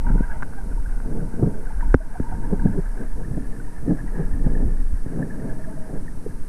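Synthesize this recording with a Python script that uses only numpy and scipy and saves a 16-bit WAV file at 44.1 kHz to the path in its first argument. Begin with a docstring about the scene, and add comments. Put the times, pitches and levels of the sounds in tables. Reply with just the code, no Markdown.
"""Water pressing and washing against a waterproof camera case, adrift just under the surface over a reef.
The microphone sits inside the case, which muffles the surges. Air pockets gulp right against it; small
bubbles blip close by, fizz in clouds and briefly trickle on one note. Knocks ring the case and a wet grip
squeaks on it. One hard knock makes the limiter duck the recorder's hiss."""
import sys
import numpy as np
from scipy import signal
from scipy.fft import rfft, irfft
from scipy.io import wavfile
from scipy.ndimage import uniform_filter1d

SR = 44100
rng = np.random.default_rng(int(sys.argv[2]) if len(sys.argv) > 2 else 0)


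def bounce(signal):
    """Save signal as a 16-bit WAV file at the path given by the first command-line argument."""
    frames = np.transpose(np.atleast_2d(signal))
    limited = np.clip(frames, -1, 1)
    pcm = np.round(limited * 32767).astype(np.int16)
    wavfile.write(sys.argv[1], SR, pcm)


N = 285768
TIME = np.arange(N) / SR

# upper band of churning water, heard through the case: frequency_hz, density_db
SPLASH_COLOUR = [(250, -3), (340, 1.5), (450, 7), (540, -2.5), (700, -6.5), (1000, -23.5), (1500, -27),
                 (2200, -45), (3200, -71)]


def sway(eddy_gain_db=4.5, heave_db=-23):
    """Eddies push on the case, over the deep heave of the waves."""
    # slow water pressure on the case: time_s, level_db
    pressure = [(0, -23.5), (0.13, -16.5), (0.33, -31.5), (0.52, -39), (0.75, -24), (1.17, -28),
                (1.55, -36.5), (1.92, -17.5), (2.06, -35.5), (2.65, -24.5), (3.2, -32), (3.7, -32.5),
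                (4.2, -28.5), (4.5, -19), (4.96, -22.5), (5.1, -37), (5.8, -42), (6.48, -31)]
    # rumble of the eddies: frequency_hz, density_db
    eddy_colour = [(12, -8.5), (22, 10), (35, -2), (50, -13), (70, -20.5), (110, -34), (250, -36)]
    # heave of the waves: frequency_hz, density_db
    heave_colour = [(3, -2), (7, -5.5), (12, -9), (18, -29.5), (26, -18)]
    level_db, = in_time(pressure)
    eddies = evened(noise(eddy_colour), span_s=0.021)
    heave = evened(noise(heave_colour), span_s=0.78)
    return from_db(level_db + eddy_gain_db) * eddies + from_db(heave_db) * heave


def surges(calm_deep_db=-44, calm_upper_db=-53.5, drop_db=9, roundness=1.56, ebb_ratio=0.76):
    """Gains of the deep and upper wash: each surge swells out of calm water and ebbs a little faster."""
    # surges over the case, drop_db down at rise_s before the crest: crest_s, level_db, rise_s, bright_db
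    crests = [(0.137, -25, 0.07, -19), (0.485, -37.5, 0.11, -11.5), (0.7, -38.5, 0.13, -7),
              (1.171, -28, 0.13, -8), (1.451, -20.5, 0.07, -11), (1.564, -37, 0.13, -3),
              (2.477, -32, 0.27, -12.5), (2.533, -26, 0.02, 0), (2.679, -22.5, 0.066, -21),
              (2.76, -27, 0.038, -12), (3.017, -31.5, 0.045, -5), (3.206, -34, 0.035, -4),
              (3.346, -30, 0.13, -14.5), (3.566, -37, 0.19, -10.5), (3.909, -24, 0.067, -13),
              (4.037, -30.5, .04, -19), (4.2, -31.5, 0.068, -2.5), (4.472, -31, 0.3, -23),
              (4.587, -32, 0.17, -4), (4.813, -36, 0.033, -18), (5.203, -25, 0.095, -8.5),
              (5.46, -30, .18, -10), (5.744, -34.5, 0.14, -14), (5.948, -32.5, 0.067, -3.5),
              (6.05, -35, .08, -35), (6.277, -37, 0.17, -12.5)]
    deep_power, upper_power = from_db(calm_deep_db) ** 2, from_db(calm_upper_db) ** 2
    for crest_s, level_db, rise_s, bright_db in crests:
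        from_crest = np.maximum(crest_s - TIME, (TIME - crest_s) / ebb_ratio) / rise_s
        power = from_db(level_db - drop_db * np.minimum(from_crest, 10) ** roundness) ** 2
        deep_power += power
        upper_power += power * from_db(bright_db) ** 2
    return np.sqrt(deep_power), np.sqrt(upper_power)


def wash():
    """Water churns over the case and reaches the microphone muffled, in a deep and an upper band."""
    # deep band of churning water: frequency_hz, density_db
    deep_colour = [(60, -4), (105, -0.5), (145, 2), (200, -0.5), (290, -3), (350, -13), (450, -24.5),
                   (800, -34.5)]
    deep_gain, upper_gain = surges()
    deep = evened(noise(deep_colour), span_s=0.17)
    upper = evened(noise(SPLASH_COLOUR), span_s=0.061)
    return deep_gain * deep + upper_gain * upper


def gulps(splash_db=-16, splash_time_ratio=0.76):
    """Large air pockets throb for a few cycles, each with a quicker splash."""
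    # air pockets right at the case: start_s, peak_db, pitch_hz, swell_s
    pockets = [(0.1, -15.5, 204, 0.0041), (0.145, -16, 191, 0.0092), (0.205, -10, 185, 0.0027),
               (1.209, -22.5, 157, 0.015), (1.339, -18.5, 203, .0022), (1.394, -11, 162, 0.0021),
               (1.425, -9, 320, 0.0027), (1.426, -7, 124, 0.0063), (1.467, -11, 148, 0.0073),
               (2.525, -10.5, 187, 0.0058), (2.653, -5, 179, .004), (2.66, -17.5, 277, .0045),
               (2.77, -21.5, 385, 0.011), (2.783, -13.5, 161, 0.0062), (3, -21.5, 212, 0.0066),
               (3.307, -22.5, 151, 0.0074), (3.365, -19.5, 160, 0.0082), (3.37, -24.5, 300, 0.007),
               (3.875, -12, 274, 0.0057), (3.887, -13, 157, 0.011), (3.9, -15, 293, 0.0086),
               (3.911, -14, 172, 0.01), (4.184, -18, 156.5, 0.015), (4.449, -17.5, 148.5, 0.016),
               (4.46, -19.5, 246, 0.0076), (4.621, -21, 258, 0.0083), (5.179, -21.5, 159, 0.013),
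               (5.442, -25.5, 256, 0.0078), (5.915, -30, 380, 0.0067), (6.261, -22, 423, 0.0042)]
    tones, splash_gain = np.zeros(N), np.zeros(N)
    for start_s, peak_db, pitch_hz, swell_s in pockets:
        add(tones, start_s, from_db(peak_db) * bubble(pitch_hz, swell_s, glide=0.0015))
        splash = from_db(peak_db + splash_db) * swell(splash_time_ratio * swell_s)
        add(splash_gain, start_s + swell_s / 2, splash)
    return tones + splash_gain * evened(noise(SPLASH_COLOUR), span_s=0.014)


def knocks(crack_db=-37, crack_decay_s=0.0028):
    """A knock on the case gives a brief crack, a tick of the wall and a thud of the heavy body."""
    # contacts on the case: start_s, tick_db, body_db
    contacts = [(0.424, -15.5, -27), (0.429, -14.5, -26), (0.4309, -17.5, -33), (0.535, -27.5, -57),
                (1.0016, -26.5, -38), (1.808, -23.5, -47), (1.943, -2.5, 4.5), (2.199, -28, -10),
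                (5.061, -56, -18)]
    # modes of the wall: pitch_hz, gain_db, t60_s
    wall_modes = [(734, -7.5, 0.0051), (940, -16, 0.01), (1100, -24.5, 0.0036), (1510, 0, 0.008),
                  (2200, -67, 0.0044), (5650, -12, 0.0034)]
    # modes of the whole case: pitch_hz, gain_db, t60_s
    body_modes = [(58.7, -4, 0.086), (151, -1, 0.03), (257, -2, 0.046), (428, 3, 0.0082)]
    starts_s, tick_db, body_db = np.transpose(contacts)
    crack_gain = np.zeros(N)
    for start_s, level_db in zip(starts_s, tick_db):
        add(crack_gain, start_s, from_db(level_db + crack_db) * np.exp(-TIME[:SR // 50] / crack_decay_s))
    crack_band = signal.butter(2, [2500, 8500], "band", fs=SR, output="sos")
    crack = signal.sosfilt(crack_band, crack_gain * rng.standard_normal(N))
    tick = struck(starts_s, tick_db, wall_modes, lowpass_hz=1650)
    thud = struck(starts_s, body_db, body_modes, lowpass_hz=445)
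    return crack + tick + thud


def blips(swell_cycles=6):
    """Single small bubbles ring close to the microphone."""
    # nearby bubbles: start_s, peak_db, pitch_hz
    near_bubbles = [(0.064, -31, 943), (0.237, -36, 1610), (0.315, -33, 1565), (0.773, -37.5, 922),
                    (0.858, -36, 1570), (1.667, -36.5, 1540), (1.702, -35.5, 876), (1.807, -37.5, 1760),
                    (1.824, -29.5, 947), (2.001, -33.5, 640), (2.151, -33, 727), (2.318, -32.5, 750),
                    (2.594, -34, 1590), (2.617, -33, 920), (2.667, -35, 1640), (3.246, -40.5, 1780),
                    (3.598, -37, 1500), (3.677, -42, 930), (4.003, -38.5, 1720), (4.55, -35, 1740),
                    (5.225, -30.5, 1730), (5.306, -33.5, 1700), (6.079, -36.5, 1810)]
    out = np.zeros(N)
    for start_s, peak_db, pitch_hz in near_bubbles:
        add(out, start_s, from_db(peak_db) * bubble(pitch_hz, swell_cycles / pitch_hz, glide=0.0033))
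    return out


def fizz(lower_hz=912, lower_trim_db=-8, upper_trim_db=-6, froth_db=-54.5):
    """Two clouds of small bubbles come in flurries, over a smooth froth that follows the upper cloud."""
    # rise and fall of the two clouds: time_s, lower_db, upper_db
    cloud_levels = [(0, -37.5, -43.5), (0.33, -37.5, -41.5), (0.55, -49.5, -50), (1.3, -47, -50),
                    (2.1, -47.5, -45), (2.29, -33.5, -48), (2.62, -42.5, -45), (3.0, -50, -48),
                    (3.5, -53.5, -52), (4.15, -49, -45.5), (4.55, -48, -48), (4.92, -61, -56),
                    (5.25, -51, -45.5), (5.7, -47, -49.5), (6.48, -56, -59)]
    # centre pitch of the upper cloud: time_s, pitch_hz
    upper_pitch = [(0, 1470), (1.9, 1568), (2.7, 1587), (3.6, 1717), (6.48, 1659)]
    # froth: frequency_hz, density_db
    froth_colour = [(400, -8.5), (650, 4), (900, 2), (1100, -5), (1400, -2.5), (1700, -13), (2000, -7),
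                    (2500, -18.5), (3300, -28.5), (5000, -81)]
    lower_db, upper_db = in_time(cloud_levels)
    upper_hz, = in_time(upper_pitch)
    stir_db = flurry()
    lower_gain = from_db(lower_db + lower_trim_db + flurry())
    upper_gain = from_db(upper_db + upper_trim_db + stir_db)
    froth_gain = from_db(froth_db + 0.95 * (upper_db - upper_db.mean() + stir_db))
    lower = cloud(np.full(N, lower_hz), spread=0.041, swell_s=0.01, scatter_db=-1, count=1100)
    upper = cloud(upper_hz, spread=0.047, swell_s=0.0041, scatter_db=4, count=1400)
    return lower_gain * lower + upper_gain * upper + froth_gain * noise(froth_colour)


def squeaks(fade_s=0.011):
    """A wet grip sticks and slips, making a row of harmonics coloured by the wall of the case."""
    # rubs on the case: loudest_s, slip_hz, glide_hz_per_s, level_db
    rubs = [(0.237, 530, 699, -42.5), (0.318, 555, -500, -42), (0.588, 795, -600, -46)]
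    # response of the wall: frequency_hz, gain_db
    wall_response = [(550, -33), (800, 8.5), (1130, -20), (1600, 8), (2200, -15), (2800, -23), (3200, -27)]
    wall_hz, wall_db = np.transpose(wall_response)
    out = np.zeros(N)
    for loudest_s, slip_hz, glide_hz_per_s, level_db in rubs:
        sounding = np.abs(TIME - loudest_s) < 10 * fade_s
        offset_s = TIME[sounding] - loudest_s
        pitch_hz = slip_hz + glide_hz_per_s * offset_s
        phase = 2 * np.pi * np.cumsum(pitch_hz) / SR
        envelope = np.exp(-np.abs(offset_s) / fade_s)
        for harmonic in range(1, 7):
            gain = from_db(level_db + np.interp(harmonic * pitch_hz, wall_hz, wall_db))
            out[sounding] += envelope * gain * np.sin(harmonic * phase)
    return out


def trickle(start_s=5.4, end_s=5.87, fade_s=0.11, pitch_hz=635, level_db=-48.5):
    """A stream of larger bubbles sets in, holds one hollow note and dies away."""
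    outside_s = np.abs(TIME - np.clip(TIME, start_s, end_s))
    gain = from_db(level_db) * np.exp(-outside_s / fade_s)
    return gain * cloud(np.full(N, pitch_hz), spread=0.018, swell_s=0.012, scatter_db=2, count=900)


def hiss(level_db=-54.5):
    """The recorder's own steady noise, behind everything else."""
    # noise floor: frequency_hz, density_db
    hiss_colour = [(1500, 3), (3300, -15.5), (4500, -10.5), (5800, -8), (7200, -10.5), (8500, -3),
                   (9600, -3), (11000, -7.5), (13000, -15), (14200, -21), (15300, -37)]
    return from_db(level_db) * noise(hiss_colour)


def bubble(pitch_hz, swell_s, glide):
    """Trapped air pulsates; nearing the surface, its pitch rises by the fraction glide per swell time."""
    envelope = swell(swell_s)
    rising_hz = pitch_hz * (1 + glide * np.linspace(-1, 9, len(envelope)))
    return envelope * np.sin(2 * np.pi * (np.cumsum(rising_hz) / SR + rng.random()))


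def cloud(centre_hz, spread, swell_s, scatter_db, count):
    """Bubbles of nearly one size, born at random moments; running level 1."""
    out = np.zeros(N)
    starts_s = rng.uniform(0, N / SR, count)
    for start_s, (detune, strength) in zip(starts_s, rng.standard_normal((count, 2))):
        pitch_hz = centre_hz[int(start_s * SR)] * np.exp(spread * detune)
        gain = from_db(scatter_db * min(strength, 2))
        add(out, start_s, gain * bubble(pitch_hz, swell_s, glide=0.0011))
    return evened(out, span_s=0.155)


def flurry(depth_db=2.3, top_rate_hz=8.8):
    """Slow random rise and fall of a bubble cloud's level, in dB."""
    return depth_db * noise([(2, 0), (top_rate_hz, 0)])


def swell(swell_s):
    """Envelope that peaks at 1 after swell_s (at least 1 ms) and dies more slowly."""
    swell_s = max(swell_s, 0.001)
    age = TIME[:int(10 * swell_s * SR)] / swell_s
    return (age * np.exp(1 - age)) ** 2


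def struck(starts_s, levels_db, modes, lowpass_hz):
    """Blows ring a set of modes as decaying sines; the contact time softens the treble."""
    clicks, ringing = np.zeros(N), np.zeros(N)
    for start_s, level_db in zip(starts_s, levels_db):
        add(clicks, start_s, from_db([level_db]))
    for k, (pitch_hz, gain_db, t60_s) in enumerate(modes):
        decay, angle = from_db(-60 / (t60_s * SR)), 2 * np.pi * pitch_hz / SR
        poles = [1, -2 * decay * np.cos(angle), decay ** 2]
        mode = signal.lfilter([0, np.sin(angle)], poles, clicks + 1e-18)
        ringing += (-1) ** k * from_db(gain_db) * mode   # neighbouring modes start in opposite directions
    return signal.sosfilt(signal.butter(2, lowpass_hz, fs=SR, output="sos"), ringing)


def noise(colour):
    """Noise with the spectrum of a (frequency_hz, density_db) table, falling away past its top; rms 1."""
    hz, db = np.transpose(colour)
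    bins_hz = np.maximum(np.arange(N // 2 + 1) * SR / N, 1)
    gain = from_db(np.interp(np.log(bins_hz), np.log(hz), db))
    band_edges = (bins_hz > hz[0] / 2) * np.minimum(hz[-1] / bins_hz, 1) ** 4
    shaped = irfft(rfft(rng.standard_normal(N)) * gain * band_edges, N)
    return shaped / np.sqrt(np.mean(shaped ** 2) + 1e-20)


def evened(x, span_s):
    """Hold the running level of a noise at 1."""
    return x / np.sqrt(uniform_filter1d(x ** 2, int(span_s * SR)) + 1e-9)


def from_db(db):
    """Decibels to gain."""
    return 10 ** (np.asarray(db) / 20)


def in_time(rows):
    """Each column of a curve, at every sample."""
    times_s, *columns = np.transpose(rows)
    return [np.interp(TIME, times_s, column) for column in columns]


def add(out, start_s, sound):
    """Mix a sound in at start_s."""
    at = int(np.clip(round(start_s * SR), 0, N - 1))
    out[at:at + len(sound)] += sound[:N - at]


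def limiter(x, threshold_db=0.5, attack_s=0.0021, release_s=0.11):
    """Peaks over the threshold pull the gain down just ahead of them; it creeps back."""
    over_db = np.maximum(20 * np.log10(np.abs(x) + 1e-9) - threshold_db, 1e-9)
    release = TIME / release_s
    cut_db = np.exp(np.maximum.accumulate(np.log(over_db) + release, axis=-1) - release)   # decaying hold
    return x * from_db(-uniform_filter1d(cut_db, int(attack_s * SR), axis=-1))


def scene():
    """Water, case and hiss at the one microphone, in mono."""
    noise_floor = hiss()
    water = sway() + wash() + gulps() + trickle() + fizz() + blips()
    return (water + knocks() + squeaks() + noise_floor)[None]


def record(dry, ceiling=0.96, cutoff_hz=15300):
    """The recorder limits, clips just under full scale and cuts off the top treble."""
    clipped = np.clip(limiter(dry), -ceiling, ceiling)
    return signal.sosfilt(signal.ellip(10, 0.1, 80, cutoff_hz, fs=SR, output="sos"), clipped)


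dry = scene()
out = record(dry)
bounce(out)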